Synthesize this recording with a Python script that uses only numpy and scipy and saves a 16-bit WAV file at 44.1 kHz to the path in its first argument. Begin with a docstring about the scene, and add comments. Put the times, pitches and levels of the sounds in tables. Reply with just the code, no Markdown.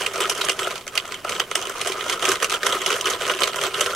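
"""A burst of rattle comes first, then needles snap over the cam in short chattering clicks.
It is a plastic hand-cranked circular knitting machine, heard close by in a small room.
Each snap is a quick run of tiny knocks; gears and needle butts rattle in surges as the hand turns the crank.
Snaps and rattle ring the hollow housing, the needle bed and the needle tips through resonances.
Filtered noise makes the faint rumble of the table and the hush of the room; a short noise tail is the echo."""
import sys
import numpy as np
from scipy import signal
from scipy.fft import rfft, irfft, next_fast_len
from scipy.io import wavfile
from scipy.ndimage import map_coordinates

SR = 44100
rng = np.random.default_rng(int(sys.argv[2]) if len(sys.argv) > 2 else 0)


def file_out(sig):
    """Save sig as 16-bit WAV at sys.argv[1]."""
    # one column per channel
    cols = np.atleast_2d(sig).T
    # limit, then scale
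    lim = np.clip(cols, -1, 1)
    pcm = np.round(lim * 32767).astype(np.int16)
    wavfile.write(sys.argv[1], SR, pcm)


N = 174195  # length in samples


def amp(db):
    """Turn decibels into a plain multiplier."""
    return 10 ** (np.asarray(db) / 20)


def unit(x):
    """Scale a sound to an rms of 1."""
    return x / np.sqrt(np.mean(x ** 2) + 1e-20)


def along(points, hz):
    """Read a curve of (f/Hz, value) points, with straight lines on a log frequency axis."""
    f, value = np.transpose(points)
    return np.interp(np.log(hz + 1), np.log(f + 1), value)


def wobble(rate):
    """Draw a smooth random curve through `rate` random points a second."""
    points = rng.standard_normal(int(N * rate / SR) + 4)
    return map_coordinates(points, [np.arange(N) * rate / SR])


def filtered(x, response):
    """Filter a sound by a response given as a function of frequency in Hz."""
    m = next_fast_len(N + SR // 2)  # spare room so that the ringing does not wrap round
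    spectrum = rfft(x, m) * response(np.fft.rfftfreq(m, 1 / SR))
    return irfft(spectrum, m)[..., :N]


def high_pass(f, corner_hz):
    """A gentle response that thins out everything below the corner."""
    return 1j * f / (corner_hz + 1j * f)


def resonance(f, center_hz, width_hz):
    """The response of one springy part: strongest at its own pitch, weaker on both sides."""
    drag = 1j * f * width_hz
    return drag / (center_hz ** 2 - f * f + drag)


def taps(s, size):
    """Place single-sample knocks of the given sizes at the given times in seconds."""
    places = np.clip((s * SR).astype(int), 0, N - 1)
    return np.bincount(places.ravel(), size.ravel(), N)


CONTACTS = 40  # tiny knocks in each run
CHATTER_MS, CHATTER_GROWS = 6, .4  # snap length at mean rattle level; dB longer per dB harder cranking
SETTLE_MS, SETTLE_DB = 22, -6.5  # the weak shiver lasts this much longer and has this level beside the snap
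TIPS_SETTLE_DB = -7  # the light tips come to rest sooner
BUNCHED = 1.2  # above 1, contacts crowd at the start
FADE_DB, SCATTER_DB = 4.5, 3  # contacts fade over the run and differ at random
RISE_MS = 0.21  # a snap builds up this fast
KNOCK_LOW_HZ = 493  # a snap is too brief to boom the lowest housing modes
# Needle snaps: (t/s, bed energy level/dB, tips level/dB over the bed, housing level/dB over the bed)
NEEDLE_SNAPS = [(0.062, 5.5, -5.5, -4), (0.1341, -11.5, 2, 1), (0.1635, -8, -13, 1), (0.204, 4, -1, 1.5),
                (0.217, 2, -6, 1), (0.2962, 8.5, 0, -6), (0.3483, -9, 1, 5), (0.377, -2.5, -8, -8),
                (0.413, 5.5, -10, -6), (0.4479, -6, 3, -3), (0.4936, 10, -10.5, -2), (0.517, -7, 1.5, 6),
                (0.59, 4, -8.5, 2), (0.618, -11, 1, 13), (0.6769, -4, -5, 3), (0.707, -5.5, -14, 6),
                (0.756, -2, -14, 1), (0.8669, -12, -7, 9), (0.8779, -2.5, -7.5, -5), (0.9535, -1.5, -4, -4),
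                (0.9756, 10.5, -11, -8), (1.0753, -14, -6, 3), (1.12, 1.5, -12.5, -1.5),
                (1.142, -0.5, -12.5, -8), (1.247, -17, -26, 17.5), (1.2931, 4, -9, -2),
                (1.3974, 8.5, -13, -0.5), (1.5127, 2, -8.5, 1), (1.5529, 10, -3.5, -4.5),
                (1.695, -8, 3.5, 11), (1.813, 5, -8, -8), (1.8719, 2, -1, 4), (1.9195, 1.5, -9, -9),
                (2.0963, 4.5, -6.5, 3.5), (2.124, 3.5, -8.5, -4), (2.2234, 3.5, -10, 3.5),
                (2.254, 3, -6, -4), (2.288, 4, 0, -3), (2.3167, 5, 0.5, 5), (2.423, 4.5, -10, 4.5),
                (2.4433, 3, -0.5, -1), (2.4967, -1.5, 0.5, -3), (2.5182, 1, -7, 6), (2.5387, 5, -8, 0),
                (2.6307, -0.5, -5, 5), (2.6654, 7.5, -1, -4), (2.7237, 5, -4.5, -3),
                (2.816, 1.5, -6.5, -10), (2.861, 9.5, -9.5, -8), (2.903, 5.5, -7, 3),
                (2.9248, 6.5, -11, -0.5), (3.01, -2.5, 0.5, -3), (3.0559, 0, -4, 8), (3.07, 7, -14, -6),
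                (3.1, 0.5, 0.5, 3), (3.21, -2, -8, 2), (3.296, 7, -16, 5.5), (3.336, 1, -19, -4),
                (3.4049, -0.5, 0, 2), (3.4335, 13, -8.5, -13), (3.4732, 3, -6, 5), (3.531, 1, -15, -11),
                (3.5864, -2.5, -11, 9), (3.6134, 3, -7, -11), (3.665, -7.5, 0, 6), (3.7404, 5, -13, -4),
                (3.808, 8.5, -3, -1.5), (3.8641, -0.5, -4, 0.5), (3.9017, 1, -16, -13)]


def snaps():
    """A needle snap is a quick run of fading contacts plus a weak shiver; both knock housing, bed and tips."""
    s, bed_db, tips_over_db, housing_over_db = np.transpose(NEEDLE_SNAPS)[..., None]
    level_db = crank_db()
    harder_db = level_db[(s * SR).astype(int)] - level_db.mean()
    chatter_ms = CHATTER_MS * amp(CHATTER_GROWS * harder_db)
    chatter = (chatter_ms, bed_db, tips_over_db)
    shiver = (chatter_ms + SETTLE_MS, bed_db + SETTLE_DB, tips_over_db + TIPS_SETTLE_DB)
    blows = 0
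    for length_ms, run_db, tips_db in (chatter, shiver):
        late = rng.random((len(s), CONTACTS)) ** BUNCHED  # 0 = start of the run, 1 = its end
        late_ms = late * length_ms
        run = []
        for part_db in (housing_over_db, 0, tips_db):
            size = amp(SCATTER_DB * rng.standard_normal(late.shape) - FADE_DB * late)
            size = size * (1 - np.exp(-late_ms / RISE_MS))
            size = amp(run_db + part_db) * size / np.linalg.norm(size, axis=1, keepdims=True)
            # two sets of random signs: one for mid, one for side
            run.append([taps(s + late_ms / 1000, size * rng.choice([-1, 1], late.shape)) for _ in range(2)])
        blows = blows + np.array(run)
    housing, bed, tips = blows
    housing = filtered(housing, lambda f: high_pass(f, KNOCK_LOW_HZ))
    return np.array([housing, bed, tips])


# How loud the rattle is as the hand turns the crank: (t/s, level/dB)
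CRANK_LEVEL = [(0.0, -22), (0.109, -35), (0.148, -30), (0.21, -26), (0.351, -31), (0.497, -25.5),
               (0.558, -39.5), (0.606, -27), (0.78, -35), (0.852, -53), (0.972, -32.5), (1.038, -42.5),
               (1.07, -35), (1.14, -36), (1.229, -45), (1.298, -26), (1.39, -31), (1.462, -40.5),
               (1.542, -38.5), (1.569, -29), (1.732, -35.5), (1.868, -25.5), (1.952, -32.5), (2.122, -25.5),
               (2.192, -36), (2.222, -26), (2.324, -22), (2.392, -36.5), (2.43, -23.5), (2.48, -32),
               (2.541, -22.5), (2.6, -40), (2.648, -26), (2.741, -24), (2.799, -30), (2.939, -24),
               (3.022, -34), (3.072, -24.5), (3.148, -26), (3.179, -35), (3.221, -26), (3.303, -25),
               (3.36, -34), (3.42, -23.5), (3.518, -33), (3.658, -23.5), (3.709, -32), (3.798, -25),
               (3.95, -29.5)]


def crank_db():
    """Join the crank points with straight lines to get a rattle level for every sample."""
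    return np.interp(np.arange(N) / SR, *np.transpose(CRANK_LEVEL))


RATTLES, TICKS = 3000, 320  # small contacts and ticks in the whole scene
TICK_RANGE_DB = 25.5  # ticks are weaker than the strongest by up to this much
TICK_DIFFER_DB = 10.5  # and by up to this much more, separately in housing, bed and tips
TICK_T60_S = .028  # a flare falls by 60 dB in this time
SLIDE_DB = -7  # smooth rubbing, beside the contacts
GROWS = 1.14  # the tips follow the crank more steeply, dB per dB
# Rattle in housing, bed, tips: (level/dB over the crank level)
RATTLE_OVER_CRANK = [1.5, -2.5, -11]
# Strongest possible tick in housing, bed, tips: (level/dB over the even rattle)
STRONGEST_TICK = [9, 18.5, 19.5]


def rattle():
    """Gears and needle butts make dense contacts that flare in ticks, plus smooth rubbing, as the crank turns."""
    level_db = crank_db()
    mean_db = level_db.mean()
    contact_s = rng.random(RATTLES) * N / SR
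    # one tick at a random place in each equal slice of time
    tick_s = (np.arange(TICKS) + rng.random(TICKS)) / TICKS * N / SR
    weaker_db = -TICK_RANGE_DB * rng.random(TICKS)
    t = np.arange(SR // 10) / SR
    decay = amp(-60 * t / TICK_T60_S)
    parts = []
    for part_db, grows, tick_db in zip(RATTLE_OVER_CRANK, (1, 1, GROWS), STRONGEST_TICK):
        tick_size = amp(weaker_db + tick_db - TICK_DIFFER_DB * rng.random(TICKS))
        flare = 1 + signal.fftconvolve(taps(tick_s, tick_size), decay)[:N]
        contacts = np.array([taps(contact_s, rng.standard_normal(RATTLES)) for _ in range(2)])
        rubbing = amp(SLIDE_DB) * rng.standard_normal((2, N))
        gain = amp(part_db + mean_db + grows * (level_db - mean_db))
        parts.append(gain * (unit(flare * contacts) + rubbing))
    return np.array(parts)


COLOUR_DB, COLOUR_PER_S = 2.5, 60  # strength wobble of each mode, and its random points a second


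def ring(x, modes):
    """A struck part rings at several pitches, each with its own changing strength."""
    out = 0
    for k, (center_hz, width_hz, db) in enumerate(modes):
        struck = x * amp(db + COLOUR_DB * wobble(COLOUR_PER_S))
        # every other mode is turned upside down
        out = out + filtered(struck, lambda f: (-1) ** k * resonance(f, center_hz, width_hz))
    power = sum(amp(2 * db) * width_hz * np.pi / SR for center_hz, width_hz, db in modes)
    return out / np.sqrt(power)


HOUSING_LOW_HZ = 301  # the small shell hardly radiates below
# Ringing of the hollow housing: (f/Hz, width f/Hz, level/dB)
HOUSING_MODES = [(387.3, 35.8, 4), (496, 64, -1), (665, 161, -6), (1018.4, 72, -5), (1220, 125, -3.5),
                 (1366, 96, 0), (1484, 396, -8)]
# Ringing of the needle bed: (f/Hz, width f/Hz, level/dB)
BED_MODES = [(1998, 340, -3), (2480, 660, -2.5), (3115, 302, 4), (3800, 1570, -6.5), (4770, 1710, -11)]
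# Ringing of the needle tips: (f/Hz, width f/Hz, level/dB)
TIP_MODES = [(6000, 1320, 0.5), (7750, 290, 1), (8540, 460, -1), (11300, 1400, -6.5), (12360, 1470, -10.5)]
# Balance of housing, bed, tips: (level/dB of left over right)
PART_BALANCE = [-1, -3.5, -3.5]
# What the two microphones hear unlike: (f/Hz, level/dB)
STEREO_DIFFERENCE = [(400, -23.5), (1300, -11), (7000, -6.5), (13000, 0.5)]


def machine(blows):
    """Housing, bed and tips ring under their blows, and the small shell sends out little bass."""
    near = 0
    for x, modes, pan_db in zip(blows, (HOUSING_MODES, BED_MODES, TIP_MODES), PART_BALANCE):
        mid, side = ring(x, modes)
        side = filtered(side, lambda f: amp(along(STEREO_DIFFERENCE, f)))
        balance = amp([[pan_db / 2], [-pan_db / 2]])
        near = near + np.array([mid + side, mid - side]) * balance
    return filtered(near, lambda f: high_pass(f, HOUSING_LOW_HZ) ** 2)


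RUMBLE_DB, RUMBLE_GROWS = -47.5, 1  # level at mean cranking; dB louder per dB harder cranking
RUMBLE_SIDE_DB = -19  # side noise beside mid noise
THUD_HZ, THUD_WIDTH_HZ, THUD_DB = 120, 35, -2  # housing knocks thump the table top
# Tone of the table rumble: (f/Hz, level/dB per Hz)
RUMBLE_TONE = [(20, -30), (62, -18.5), (100, -5), (260, -8), (500, -20.5)]


def table(knocks):
    """The table top rumbles under the machine as it is cranked and thumps under its knocks."""
    level_db = crank_db()
    rumble_db = RUMBLE_DB + RUMBLE_GROWS * (level_db - level_db.mean())
    rumble = amp(rumble_db) * noise(RUMBLE_TONE, RUMBLE_SIDE_DB)
    thud = filtered(knocks, lambda f: resonance(f, THUD_HZ, THUD_WIDTH_HZ) ** 2)
    return rumble + amp(THUD_DB) * thud


ROOM_T60_S = 0.072  # time for the tail to fall by 60 dB
# Tone of the echo: (f/Hz, level/dB beside the direct sound)
ROOM_TONE = [(300, -19), (12000, -4)]


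def room(x):
    """Nearby surfaces and walls return a short fading echo, unlike in the two channels."""
    t = np.arange(SR // 4) / SR
    tail = rng.standard_normal((2, SR // 4)) * amp(-60 * t / ROOM_T60_S)
    tail = tail / np.linalg.norm(tail[0])
    delayed = np.pad(x, (40, 0))  # samples before the first echo
    wet = signal.fftconvolve(delayed[None], tail, axes=1)[:, :N]
    return filtered(wet, lambda f: amp(along(ROOM_TONE, f)))


AIR_DB, AIR_SIDE_DB = -45, -11  # level of the hush; its side noise beside mid noise
# Tone of the room hush: (f/Hz, level/dB per Hz)
AIR_TONE = [(440, -4), (5000, -19)]


def hush():
    """The quiet room is a steady soft noise."""
    return amp(AIR_DB) * noise(AIR_TONE, AIR_SIDE_DB)


def noise(spectrum, side_db):
    """Shape random noise into a stereo sound with an rms of 1."""
    mid, side = filtered(rng.standard_normal((2, N)), lambda f: amp(along(spectrum, f)))
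    side = amp(side_db) * side
    return unit(np.array([mid + side, mid - side]))


def scene():
    """Snaps and rattle ring the machine, and table, echo and hush lie around it."""
    snap_blows = snaps()
    near = machine(snap_blows + rattle())
    housing_knocks = snap_blows[0, 0]  # the mid channel
    return near + room(near.mean(0)) + table(housing_knocks) + hush()


DULL_HZ = 12200  # the microphone falls away above
CEILING = .99  # peaks bend smoothly towards this limit
TOP_HZ = 15800  # nothing is kept from here up


def record(dry):
    """The microphone dulls the treble, the input stage rounds off the highest peaks, and the band is limited."""
    dull = filtered(dry, lambda f: 1 / (1 + 1j * (f / DULL_HZ) ** 3))
    soft = dull / (1 + abs(dull / CEILING) ** 4) ** (1 / 4)
    return filtered(soft, lambda f: f < TOP_HZ)


dry = scene()
out = record(dry)
file_out(out)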